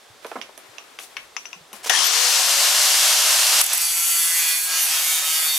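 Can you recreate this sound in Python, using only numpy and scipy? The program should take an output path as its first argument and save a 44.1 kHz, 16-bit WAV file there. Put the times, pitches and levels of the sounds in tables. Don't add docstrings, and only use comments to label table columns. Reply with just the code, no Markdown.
import sys
import numpy as np
from scipy import signal
from scipy.fft import rfft, irfft, next_fast_len
from scipy.io import wavfile
from scipy.ndimage import uniform_filter1d, map_coordinates

SR = 44100
rng = np.random.default_rng(int(sys.argv[2]) if len(sys.argv) > 2 else 0)


def elevation(decibels):
    levels = np.asarray(decibels, float)
    return 10 ** (levels / 20)


def wav_out(sig):
    wavfile.write(sys.argv[1], SR, np.round(np.clip(np.atleast_2d(sig).T, -1, 1) * 32767).astype(np.int16))


N = 246059
T = np.arange(N) / SR
M = next_fast_len(N)


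def unit(x):
    return x / np.sqrt(np.mean(x ** 2))


def shape(points):
    hz, db = np.transpose(points)
    bins_hz = np.fft.rfftfreq(M, 1 / SR)
    return elevation(np.interp(np.log(bins_hz + 1), np.log(hz), db))


def colour(x, points, power=1):
    return irfft(rfft(x, M) * shape(points) ** power, M)[:N]


def above(x, hz):
    return colour(x, [(hz / 1.3, -40), (hz, -6), (hz * 1.3, 0)])


def band(x, lo_hz, hi_hz):
    return signal.sosfilt(signal.butter(2, [lo_hz, hi_hz], "band", fs=SR, output="sos"), x)


def ring(x, hz, width_hz):
    return signal.lfilter(*signal.iirpeak(hz, hz / width_hz, SR), x)


def walk(rate):
    k = int(SR / rate)
    held = np.repeat(rng.standard_normal(N // k + 1), k)
    return 1.23 * uniform_filter1d(uniform_filter1d(held, k), k)[:N]


def curves(table, fade_s=0.004):
    s, *columns = np.transpose(table)
    gate = np.clip(np.minimum(T - s[0], s[-1] - T) / fade_s + 1, 0, 1)
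    return [np.interp(T, s, column) for column in columns] + [gate]


def pan(x, db):
    db = np.atleast_1d(db)
    return x * elevation(np.array([db, -db]) / 2)


def grains(spread_db):
    return unit(rng.standard_normal(N) * elevation(spread_db * rng.exponential(size=N)))


def yard():
    # (f/Hz, level/dB per Hz)
    air_tilt = [(15, -67), (25, -20), (175, -16.5), (439, -4), (754, -4), (2990, -10.5), (3430, -7.5),
                (3920, -10), (7310, -15), (11600, -20), (16000, -31)]
    mid, side = (colour(rng.standard_normal(N), air_tilt) for _ in range(2))
    air = unit(mid + 0.5 * side * np.array([[1], [-1]]))
    still = np.array([above(x, 130) for x in air])
    gusts = elevation(-2 + 4 * walk(7)) * (air - still)
    return elevation(-43.5 - 6) * (still + gusts)


def hands():
    # (t/s, length/s, level/dB, brightness/dB, left minus right/dB)
    rustles = [
        (0.217, 0.17, -46, -7, -17),
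        (0.409, .015, -39, -13, -1),
        (.58, 0.37, -51.5, -7, 19),
        (0.988, .05, -45, 6.5, 7),
        (1.098, 0.15, -49, -5, 13),
        (1.37, 0.064, -52, 3.5, 5),
        (1.448, 0.11, -50, -9, 9),
        (1.727, .04, -43, 4, 10),
        (1.79, 0.072, -48, -9, 9),
    ]
    attack_s, release_s = 0.013, 0.034
    low = elevation(1.4 * walk(25)) * unit(band(grains(2.2), 300, 2500))
    high = elevation(1.4 * walk(30)) * unit(band(grains(2.6), 2600, 12000))
    out = 0
    for s, length, db, bright_db, pan_db in rustles:
        rise = np.clip((T - s) / attack_s, 0, 1)
        fall = np.exp(-np.clip(T - s - length, 0, None) / release_s)
        out = out + pan(elevation(db - 6.5) * rise * fall * (low + elevation(bright_db) * high), pan_db)
    return out


def stand_bumps():
    # (t/s, peak/dB, f/Hz)
    thumps = [
        (0.1, -52, 108),
        (0.357, -40, 250),
        (0.379, -43, 226),
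        (0.689, -58, 115),
        (1.73, -50, 210),
        (1.559, -52, 180),
        (1.608, -52, 156),
    ]
    out = 0
    for s, db, hz in thumps:
        t = np.clip(T - s, 0, None) / 0.0073
        out = out + elevation(db + 10.5) * t * np.exp(-t) * np.sin(2 * np.pi * hz * (T - s))
    return out


def switch_scrape():
    # (t/s, level/dB)
    slide = [
        (1.834, -37),
        (1.862, -28),
        (1.88, -32),
        (1.894, -31),
    ]
    db, gate = curves(slide)
    return gate * elevation(db - 1 + 3 * walk(150)) * unit(band(grains(1.4), 700, 9500))


def knocks():
    # (t/s, peak/dB, ring f/Hz, left minus right/dB)
    body_taps = [
        (.246, -22.5, 2500, -2.5),
        (.315, -23.5, 2500, -3),
        (.387, -33, 2900, -5),
        (.4903, -39, 1500, 9),
        (1.716, -39, 1000, 4),
        (1.859, -26, 970, -2),
    ]
    guard_taps = [
        (.7825, -23, 2660, -9),
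        (1.3655, -14.5, 2480, 10.5),
        (1.4547, -24, 2760, 12),
        (1.5301, -22, 2600, 10),
    ]
    handle_taps = [
        (.414, -20, 2620, -14.5),
        (.988, -19, 2660, 5),
        (1.1676, -16, 2290, 7.5),
    ]
    cable_taps = [
        (.266, -32.5, 3500, 8),
        (.5764, -29.5, 1700, -8),
        (.9885, -30, 3000, 4),
        (.996, -30, 2100, 3),
        (1.73, -26, 2900, 6),
        (1.739, -34, 2500, 1),
        (1.8448, -32, 969, 7),
    ]
    switch_taps = [
        (1.8955, -5, 3000, 9),
        (1.8975, -2, 1750, 13.3),
    ]
    stand_taps = [
        (.3558, -32.5, 1300, -2),
    ]
    ping_taps = [
        (.422, -40, 2600, -8),
        (1.869, -34, 3000, 3),
    ]
    # taps, then thud/dB, lowest thud f/Hz, tick/dB, crack/dB
    struck = [(body_taps, 3.5, 200, -20, -23), (guard_taps, -10, 900, -6, -27),
              (handle_taps, -25, 300, -13, -25), (cable_taps, -5, 300, -7, -2),
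              (switch_taps, -12, 300, -7, -9), (stand_taps, 15, 200, -16, -22),
              (ping_taps, -20, 300, 10, -12)]
    t = T[:8192]
    out = np.zeros((2, N + len(t)))
    for taps, thud_db, thud_hz, tick_db, crack_db in struck:
        for s, db, hz, pan_db in taps:
            noise = rng.standard_normal(len(t))
            burst = noise * (np.exp(-t / 0.0015) + 0.22 * np.exp(-t / 0.014))
            mid = band(band(burst, 1090, 3800) + 1.5 * ring(burst, hz, 270), 670, 3370)
            thud = band(noise * np.exp(-t / 0.011), 348, 1440) + 0.74 * ring(burst, 275, 35)
            thud = band(thud, thud_hz, 1900)
            rattle = burst + 0.07 * noise * np.exp(-t / 0.035)
            tick = band(burst, 4600, 6800) + 4 * ring(rattle, 5900, 200)
            tick = band(band(tick, 4600, 7000), 4200, 7200)
            crack = band(burst + 0.07 * noise * np.exp(-t / 0.028), 9000, 12300)
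            parts = (0, mid), (thud_db, thud), (tick_db, tick), (crack_db, crack)
            tap = sum(elevation(part_db) * part / np.abs(part).max() for part_db, part in parts)
            i = int(s * SR)
            out[:, i:i + len(t)] += pan(tap, pan_db) * elevation(db - 2)
    return out[:, :N]


def roar():
    # (f/Hz, level/dB per Hz)
    roar_tilt = [(24, -70), (40, -48), (231, -32), (402, -11), (600, -1), (733, -3), (942, 4.5),
                 (1590, 4.5), (2260, 3), (2570, 0), (5720, 6.5), (11600, -1), (13400, -4), (16000, -23)]
    # (f/Hz, width/Hz, level/dB)
    housing = [(745, 69, 3), (926, 80, -14), (1830, 500, -17), (2790, 650, -1), (4350, 630, -12),
               (5760, 480, -19)]
    air = grains(1.77) * elevation(0.57 * walk(40))
    air = air + sum(elevation(db + 0.92 * walk(8.9)) * ring(air, hz, width) for hz, width, db in housing)
    return unit(colour(air, roar_tilt))


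def gear_clatter(turn):
    # (f/Hz, width/Hz, level/dB, from t/s, to t/s)
    backlash = [
        (1800, 140, -27, 1.9, 1.945),
        (3150, 380, -26, 1.94, 2.03),
        (5800, 500, -29, 1.93, 2.07),
        (9700, 600, -30, 1.93, 2.03),
        (1100, 400, -36, 1.92, 2.08),
    ]
    turns_per_slap = 5
    slaps = grains(1.3) * np.exp(0.85 * np.cos(turn / turns_per_slap + 1.1 * walk(40)))
    out = 0
    for hz, width, db, t0, t1 in backlash:
        clatter = unit(ring(ring(slaps, hz, width), hz, 2 * width))
        swell = np.clip(np.minimum((T - t0) / 0.0054, (t1 - T) / 0.055 + 1), 0, 1)
        out = out + elevation(db) * clatter * swell
    return out


def commutator_whistle(hz):
    bars_per_turn, vent_hz, vent_width_hz = 31, 12400, 650
    bars_hz = bars_per_turn * hz
    whistle = np.sin(2 * np.pi * np.cumsum(bars_hz * (1 + 0.0078 * walk(300))) / SR)
    rise = np.clip((T - 2.0) / 0.03, 0, 1)
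    whistle = rise * elevation(3 * walk(120) + walk(25)) * whistle
    whistle = whistle * elevation(-0.012 * np.maximum(bars_hz - 14800, 0))
    vent = ring(ring(whistle, vent_hz, vent_width_hz), vent_hz, vent_width_hz)
    return elevation(-38) * (whistle + elevation(15.5) * vent)


def motor(air):
    # (t/s, turns f/Hz)
    armature = [(1.9, 341), (2.04, 383.5), (2.105, 430), (2.21, 480), (2.4, 532), (2.64, 575.7),
                (2.95, 605.3), (3.615, 628.4)]
    # (t/s, left minus right/dB)
    carry = [
        (1.9, 9),
        (2.05, 10.5),
        (2.4, 4.5),
        (3.0, 1.4),
        (3.62, 0.5),
    ]
    hz, gate = curves(armature)
    speed = np.log10(hz / 629)
    since = np.clip(T - armature[0][0], 0, None)
    roar_db = -17.5 + 17.5 * speed - 5 * np.exp(-since / 0.02)
    treble_db = -4 + 38 * speed
    low_db = -8.5 + 9 * np.exp(-since / 0.034)
    hum_db = -44.5 + 0.105 * np.minimum(hz - 470, 0)
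    turn = 2 * np.pi * np.cumsum(hz) / SR
    hum = np.sqrt(2) * elevation(hum_db + 1.5 * walk(18)) * np.sin(turn)
    top = above(air, 8000)
    low = air - above(air, 2500)
    body = unit(air - top - low) + elevation(treble_db) * unit(top) + elevation(low_db) * unit(low)
    body = elevation(roar_db - 1.1) * body
    sound = body + gear_clatter(turn) + hum + commutator_whistle(hz)
    return pan(gate * sound, curves(carry)[0])


def disc_grit(turns, wear=0.05):
    fresh = rng.standard_normal((int(turns[-1]) + 2, 256)) * elevation(1.5 * rng.exponential(size=256))
    worn = signal.lfilter([1], [1, wear - 1], fresh, axis=0)
    rim = signal.resample(worn, 2048, axis=1)
    return unit(map_coordinates(rim, [turns, turns % 1 * 2048], order=1, mode="wrap"))


def singing(turns):
    # (order of the disc turn, from t/s, to t/s, level/dB)
    orders = [(27, 3.76, 4.0, -34), (27, 4.05, 4.3, -36), (27, 4.35, 4.62, -34.5), (26, 4.35, 4.5, -37),
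              (28, 4.4, 4.6, -32.5), (28, 4.7, 4.8, -37), (14, 4.35, 4.55, -41), (15, 4.3, 4.58, -41),
              (8, 3.96, 4.35, -43), (9, 4.2, 4.6, -46), (10, 4.2, 4.85, -44), (12, 4.27, 4.56, -36),
              (13, 4.1, 4.6, -40.5), (16, 4.4, 4.52, -37), (15, 4.85, 4.8, -39.5), (13, 4.69, 4.95, -44),
              (14, 5.05, 5.16, -36), (23, 5.08, 5.25, -38), (23, 5.44, 5.6, -32), (28, 5.41, 5.62, -29.5),
              (8, 5.15, 5.58, -43)]
    out = 0
    for order, t0, t1, db in orders:
        swell = np.clip(np.minimum(T - t0, t1 - T) / 0.14 + 0.46, 0, 1)
        out = out + elevation(db + 3.5 + 1.8 * walk(25)) * swell * np.sin(2 * np.pi * order * turns)
    return out


def grinding(air):
    # (t/s, peak/dB, length/s)
    touches = [
        (3.6114, -1, 0.0073),
        (3.636, -11, 0.0089),
        (3.661, -11, 0.0071),
        (3.73, -7.5, 0.0098),
        (3.743, -15, 0.012),
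        (3.773, -11, 0.0099),
        (3.8144, -15, 0.0071),
    ]
    # (t/s, pressure/dB, flatness of the contact 0-1)
    press = [(3.615, -28, 0.17), (3.725, -29, 0.57), (3.79, -26.5, 0.45), (3.835, -21.5, 0.55),
             (3.89, -23, 0.3), (4.14, -20, 0.43), (4.3, -20.5, 0.53), (4.45, -21, 0.72), (4.64, -21, 0.12),
             (4.69, -26, 0.39), (4.78, -22, 0.92), (4.825, -19.5, 0.58), (4.89, -25, 0.63),
             (4.93, -23, 0.82), (5.13, -20, 0.77), (5.23, -26, 0.45), (5.31, -20, 0.78),
             (5.58, -21.5, 0.44)]
    # (t/s, turns f/Hz)
    disc = [
        (3.6, 171.6),
        (4.08, 169.8),
        (4.58, 163.3),
        (5.28, 161.3),
        (5.58, 158.7),
    ]
    # (f/Hz, width/Hz, level/dB near the corner, level/dB further along)
    tube_modes = [(1330, 89, -14, -11), (1636, 43, -4, -9), (2100, 280, -6, -13), (2450, 100, -9, 0.5),
                  (2610, 30, -5, -19), (3400, 240, -3, -4), (3714, 51, -14, 9.5), (4440, 78, -9, 0),
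                  (4620, 66, 4, 5.5), (5840, 350, -5, -4.5), (6570, 340, 3.5, -1), (7950, 250, 5, -2),
                  (8710, 84, -9, 4), (9230, 120, 2.5, -1), (10070, 200, 9.5, -2), (10900, 250, -6, 0),
                  (12450, 330, 6.5, 7), (14630, 190, 2, 8)]
    # (f/Hz, level/dB per Hz)
    grit_tilt = [(180, -59), (300, -34.5), (737, -15), (2930, -2.5), (3890, -6), (10200, -0.5),
                 (12700, -3.5), (14000, -11), (15200, -5.5), (16000, -36)]
    # (f/Hz, left minus right/dB)
    lean = [(60, 0.0), (110, 0.0), (200, -2), (380, 1), (700, 0), (1290, -1), (2380, -2), (4400, -1.5),
            (8120, 0), (15000, 0.5)]
    bite_db, flat, gate = curves(press)
    harder = bite_db + 22
    body_db = -10 + 9 * flat - 0.78 * harder
    motor_db = -50 + 10.5 * flat - 0.94 * harder
    repeat = np.clip(0.44 + 0.45 * flat + 0.02 * harder, 0, 1)
    turns = np.cumsum(curves(disc)[0]) / SR
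    shake = np.clip(turns + 0.0016 * walk(50), 0, None)
    grit = np.sqrt(repeat) * disc_grit(shake) + np.sqrt(1 - repeat) * grains(1.4)
    wobble = 0.19 * np.cos(2 * np.pi * turns) + 0.34 * np.cos(4 * np.pi * turns + 3.74)
    grit = grit * (1 + wobble)
    along = 1 / (1 + np.exp((4.68 - T) / 0.16))
    tube = grit
    for hz, width, corner_db, along_db in tube_modes:
        mode_db = corner_db + (along_db - corner_db) * along + 1.2 * walk(7)
        tube = tube + elevation(mode_db) * ring(grit, hz, width)
    tube = colour(tube, grit_tilt)
    top = above(tube, 6500)
    pressed = unit(top) + elevation(body_db + 0.5) * unit(tube - top)
    pressed = gate * elevation(bite_db - 0.78 + 0.5 * walk(30)) * pressed
    graze = 0
    for s, db, length in touches:
        graze = graze + elevation(db - 10.5) * np.clip(np.minimum(T - s, s + length - T) / 0.0018, 0, 1)
    ducked = gate * elevation(motor_db + 2.5 * along + 10) * air
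    sound = pressed + singing(shake) + graze * unit(above(tube, 7000)) + ducked
    return np.array([colour(sound, lean, half) for half in (0.5, -0.5)])


def scene():
    # (f/Hz, level/dB)
    side_tilt = [(60, -6), (110, -4), (200, -36), (380, -25), (700, -25), (1290, -16), (2380, -8),
                 (4400, -8.5), (8120, -10), (15000, -8)]
    air = roar()
    direct = hands() + stand_bumps() + switch_scrape() + knocks() + motor(air) + grinding(air)
    t = T[:4096]
    scatter = rng.standard_normal((2, len(t))) * np.exp(-t / 0.039) * (t > 0.0012)
    scatter = scatter / np.sqrt(np.sum(scatter ** 2, axis=1, keepdims=True))
    both, across = signal.fftconvolve(direct.mean(axis=0)[None], scatter, axes=1)[:, :N]
    side = elevation(1.0) * colour(across, side_tilt) * np.array([[1], [-1]])
    return direct + elevation(-14) * both + side + yard()


def band_limit(x):
    return signal.sosfilt(signal.butter(12, 16910, fs=SR, output="sos"), x)


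def record(dry):
    rounded = np.tanh(dry)
    cut = signal.sosfilt(signal.ellip(6, 0.3, 60, 15750, fs=SR, output="sos"), rounded)
    return band_limit(cut)


dry = scene()
out = record(dry)
wav_out(out)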